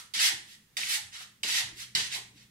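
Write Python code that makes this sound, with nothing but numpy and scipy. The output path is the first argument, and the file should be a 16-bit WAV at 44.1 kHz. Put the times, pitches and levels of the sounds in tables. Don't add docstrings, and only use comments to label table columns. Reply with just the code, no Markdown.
import sys
import numpy as np
from scipy import signal
from scipy.io import wavfile
from scipy.ndimage import uniform_filter1d

SR = 44100
rng = np.random.default_rng(int(sys.argv[2]) if len(sys.argv) > 2 else 0)


def int16_out(signal):
    q = np.round(np.clip(np.atleast_2d(signal).T, -1, 1) * 32767)
    wavfile.write(sys.argv[1], SR, q.astype(np.int16))


def voltage_ratio(level):
    return 10 ** (np.asarray(level, float) / 20)


N = 110250
PAD = 8820


def evened(x):
    return x / np.sqrt(np.mean(x ** 2) + 1e-20)


def smoothed_twice(x, size):
    return uniform_filter1d(uniform_filter1d(x, size=size), size=size)


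def read(points, hz):
    f, value = np.transpose(points)
    return np.interp(np.log(hz + 1), np.log(f + 1), value)


def colour(x, db_at):
    hz = abs(np.fft.fftfreq(4096, 1 / SR))
    log_gain = np.log(voltage_ratio(np.maximum(db_at(hz), -100)))
    phase = -signal.hilbert(log_gain).imag
    taps = np.fft.ifft(np.exp(log_gain + 1j * phase)).real[:2048]
    return signal.oaconvolve(x, taps)[:len(x)]


def resonate(x, hz, width):
    b, a = signal.iirpeak(hz, hz / width, SR)
    return signal.lfilter(b, a, signal.lfilter(b, a, x))


def add(mix, s, sound):
    part = mix[PAD + round(s * SR):][:len(sound)]
    part += sound[:len(part)]


# pitch_hz, likeness [0 to 1]
PORT_LIKENESS = [(60, .91), (330, .88), (700, .4), (1400, .02)]


def paired(z, hz):
    same = np.clip(read(PORT_LIKENESS, hz), -1, 1)[:, None]
    return np.array([z[0], same * z[0] + np.sqrt(1 - same ** 2) * z[1]])


# pitch_hz, level_db [per Hz]
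ROOM_TONE = [(15, -31), (25, -10.5), (123, -1), (223, -3.5), (293, -13.5), (326, -10.5), (659, -20),
             (1940, -16.5), (16000, -26)]
ROOM_TONE_DB, PATCH_DB = -66, .6


def air():
    frames, hz = N // 256 + 5, np.fft.rfftfreq(1024, 1 / SR)
    a, b, patches = rng.standard_normal((frames, 513, 2, 3)).T
    patches = uniform_filter1d(patches[0], size=8, axis=0)
    patches = evened(uniform_filter1d(patches, size=14, axis=1))
    z = paired(a + 1j * b, hz) * voltage_ratio(read(ROOM_TONE, hz)[:, None] + PATCH_DB * patches)
    noise = signal.istft(z, nperseg=1024, noverlap=768)[1][:, :N]
    return voltage_ratio(ROOM_TONE_DB) * evened(noise)


# time_s, level_db
HUM_NEARNESS = [(0.0, -78), (0.38, -66), (0.73, -104), (1.04, -63), (1.1, -75.5), (1.64, -59), (2.46, -61),
                (2.5, -71)]
# pitch_hz, level_db
MAINS_TONES = [(60, -16.5), (120, -4), (183, -12)]
# time_s, level_db
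MOTOR_DRONE = [(0, -97), (.55, -80), (.62, -66.5), (.72, -87), (.8, -61), (.95, -75), (1.1, -82),
               (2.5, -70)]
DRONE_HZ = 213


def hum():
    t = np.arange(N) / SR
    waver = [evened(smoothed_twice(rng.standard_normal(N), 2500)) for _ in range(4)]
    mains = np.zeros(N)
    for (hz, db), w in zip(MAINS_TONES, waver):
        mains += voltage_ratio(db + 0.83 * w) * np.sin(2 * np.pi * hz * t + .4 * w)
    mains *= voltage_ratio(np.interp(t, *np.transpose(HUM_NEARNESS)))
    drone = np.sin(2 * np.pi * DRONE_HZ * t + 0.2 * waver[3])
    drone *= voltage_ratio(np.interp(t, *np.transpose(MOTOR_DRONE)))
    return np.sqrt(2) * (mains + drone)


# pitch_hz, t60_s
RING_TIME = [(250, 0.57), (660, .4), (1740, 0.43), (4590, 0.34), (9000, 0.39), (15000, 0.18)]
NEAR_DB, NEAR_S = 8, .012


def reflections():
    taps = np.zeros((2, SR // 2))
    at = np.arange(20, SR // 2 - 10, 10) + rng.integers(0, 10, (2, (SR // 2 - 21) // 10))
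    np.put_along_axis(taps, at, rng.choice([-1., 1.], at.shape), 1)
    hz, t, z = signal.stft(taps, SR, nperseg=256)
    decay = voltage_ratio(-60 * t / read(RING_TIME, hz)[:, None])
    tail = signal.istft(paired(z, hz) * decay, SR, nperseg=256)[1]
    tail *= voltage_ratio(NEAR_DB * np.exp(-np.arange(tail.shape[1]) / SR / NEAR_S))
    tail[:, :20] = 0
    return tail / np.linalg.norm(tail, axis=1)[:, None]


WALK_S = .012
LEFT_LAG = 17


def kitchen(x, wet_db, count):
    spot = np.arange(len(x)) / SR / WALK_S
    wet = np.zeros(2)[:, None]
    for k in range(count):
        share = np.cos(np.pi / 2 * np.clip((spot - k) % count - 1, -1, 1))
        wet = wet + signal.fftconvolve((x * share)[None], reflections(), axes=1)
    direct = np.array([x[PAD - LEFT_LAG:PAD - LEFT_LAG + N], x[PAD:]])
    return voltage_ratio(-3) * (direct + voltage_ratio(wet_db) * wet[:, PAD:PAD + N])


# start_s, level_db, pitch_hz, swell_s
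WEIGHT_THUDS = [(-.03, -53, 1240, 0.02), (2.27, -73, 268, 0.065), (0.161, -61, 220, 0.012),
                (.29, -51.5, 864, 0.017), (0.318, -56.5, 302, 0.01), (0.332, -56.5, 117, 0.0067),
                (.77, -56.5, 700, 0.016), (.78, -62, 388, 0.0088), (.97, -52.5, 900, 0.011),
                (1.021, -63, 96, 0.018), (1.12, -72, 89, 0.013), (1.2, -62, 710, 0.008),
                (1.432, -49, 860, 0.01), (1.439, -53.5, 343, 0.01), (1.439, -55, 204, 0.018),
                (1.588, -48.5, 916, 0.017), (1.63, -56.5, 113, 0.019), (1.948, -47.5, 180, 0.0078),
                (1.959, -56, 118, 0.019), (1.959, -57, 396, 0.021), (1.98, -50, 890, 0.012),
                (2.149, -51, 880, 0.016), (2.151, -60, 402, 0.018), (1.66, -66.5, 313, 0.067),
                (1.13, -58.5, 1350, 0.057), (.8, -71.5, 112, 0.032), (1.681, -69, 65, 0.042)]
THUD_FADE, THUD_WIDTH = 1.32, .45


def thuds():
    out, t = np.zeros(N + PAD), np.arange(6000) / SR
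    for s, db, hz, swell in WEIGHT_THUDS:
        push = t / swell * np.exp(1 - (t / swell) ** THUD_FADE)
        body = resonate(rng.standard_normal(6000), hz, THUD_WIDTH * hz) * push
        loudness = np.sqrt(np.sum(body ** 2) / np.sum(push ** 2))
        add(out, s, voltage_ratio(db) * body / loudness)
    return out


# start_s, level_db [peak], pitch_hz
EDGE_SLAPS = [
    (.7688, -22, 1900),
    (.8335, -20, 2500),
    (1.4345, -18, 2600),
    (1.951, -9, 4400),
    (1.956, -13, 3700),
    (.192, -19, 3200),
    (.251, -16, 5500),
    (.776, -22, 6000),
    (.8155, -25, 1900),
]
SLAP_S, SLAP_WIDTH = .0007, .5


def slaps():
    out, t = np.zeros(N + PAD), np.arange(600) / SR
    for s, db, hz in EDGE_SLAPS:
        burst = rng.standard_normal(600) * np.exp(-t / SLAP_S)
        crack = resonate(burst, hz, SLAP_WIDTH * hz)
        add(out, s, voltage_ratio(db) * crack / abs(crack).max())
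    return out


# pitch_hz, level_db [per Hz]
GRIT_COLOUR = [(180, -60), (300, -38.5), (946, -18), (1040, -17.5), (1900, -3), (2480, -4.5), (3830, -2),
               (11700, -13.5), (16000, -25.5)]
GRIT_PER_S, GRIT_SPREAD_DB, FINE_SHARE = 4000, 3.8, .55


def gritty_floor():
    n = N + PAD
    grit = voltage_ratio(GRIT_SPREAD_DB * np.minimum(rng.exponential(1, n), 4))
    grit *= rng.random(n) < GRIT_PER_S / SR
    grit *= rng.choice([-1., 1.], n)
    rub = (1 - FINE_SHARE) * evened(grit) + FINE_SHARE * rng.standard_normal(n)
    rub = evened(colour(rub, lambda hz: read(GRIT_COLOUR, hz)))
    top = colour(rub, lambda hz: read([(830, -20), (9300, 0)], hz))
    return rub - top, top


# start_s [full speed reached], rise_s, hold_s, level_db [pressure], brightness_db
DRAGS = [(-.08, 0.026, 0.059, -48, 4), (0.149, 0.019, 0.063, -34, -16), (0.205, 0.02, 0.029, -29, -2.5),
         (0.245, 0.034, 0.027, -27.5, -2.5), (0.525, 0.13, 0.011, -57, 0), (0.765, 0.025, .1, -39, -4),
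         (0.897, 0.024, 0.048, -33.5, 2), (1.143, 0.035, 0.017, -45.5, -30), (1.209, 0.059, 0.013, -49, -2),
         (1.454, 0.0087, 0.025, -38, -21), (1.491, 0.046, .03, -33, -6), (1.554, 0.037, 0.038, -31, -5.5),
         (1.807, 0.068, 0.012, -45, -1.5), (1.968, .02, 0.028, -33, -19), (2.017, 0.036, .04, -40.5, -14),
         (2.136, 0.047, 0.0054, -36.5, -18), (2.151, 0.026, 0.0087, -43, 1.5),
         (2.378, 0.047, 0.045, -61, -14)]
TOUCHDOWN_S = [
    .1372,
    .7683,
    1.4313,
    1.9500,
]
# level_db, brightness_db, fade_s
TOUCHDOWN_SKIDS = [
    (-31.5, -1, .008),
    (-29, -2.5, 0.0053),
    (-26, -9.5, 0.0088),
    (-23.5, -25, .012),
]
LIFT_S, AIRBORNE_S = .02, .05


def scuffs():
    t = (np.arange(N + PAD) - PAD) / SR
    body, edge = np.zeros((2, N + PAD))
    for s, rise, hold, db, bright_db in DRAGS:
        press = np.cos(np.pi / 2 * np.clip((t - s) / rise, -1, 0)) ** 2
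        press *= np.exp(-(np.maximum(t - s - hold, 0) / LIFT_S) ** 2)
        body += (voltage_ratio(db) * press) ** 2
        edge += (voltage_ratio(db + bright_db) * press) ** 2
    for s, (db, bright_db, fade) in zip(TOUCHDOWN_S, TOUCHDOWN_SKIDS):
        contact = (t < s - AIRBORNE_S) | (t >= s)
        skid = (t >= s) * np.exp(-abs(t - s) / fade)
        body = body * contact + (voltage_ratio(db) * skid) ** 2
        edge = edge * contact + (voltage_ratio(db + bright_db) * skid) ** 2
    body, edge = uniform_filter1d(np.sqrt([body, edge]), size=30, axis=1)
    dull, bright = gritty_floor()
    return body * dull + edge * bright


ROOM_DB, SLAP_WET_DB = 5.5, -11


def scene():
    soles = kitchen(scuffs() + thuds(), ROOM_DB, count=7)
    cracks = kitchen(slaps(), ROOM_DB + SLAP_WET_DB, count=2)
    return soles + cracks + air() + hum()


# pitch_hz, level_db
PORT_CAVITY = [(1300, -1), (1600, -1), (1900, 3), (2300, 0.5), (3000, 2)]
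# pitch_hz, level_db [left minus right]
PORT_DIFFERENCE = [(60, .5), (400, .5), (1000, -.4), (4400, -1), (8000, -4.5), (15000, -5.5)]


def microphone(dry):
    ports = []
    for x, side in zip(dry, (1, -1)):
        ports.append(colour(x, lambda hz: read(PORT_CAVITY, hz) + side * read(PORT_DIFFERENCE, hz) / 2))
    low_pass = signal.firwin(511, 15800, window=("kaiser", 9), fs=SR)
    return signal.oaconvolve(np.array(ports), low_pass[None], "same")


def top_cut(x):
    return signal.sosfilt(signal.butter(12, 16460, fs=SR, output="sos"), x)


def record(dry):
    mix = microphone(dry)
    return top_cut(mix)


dry = scene()
out = record(dry)
int16_out(out)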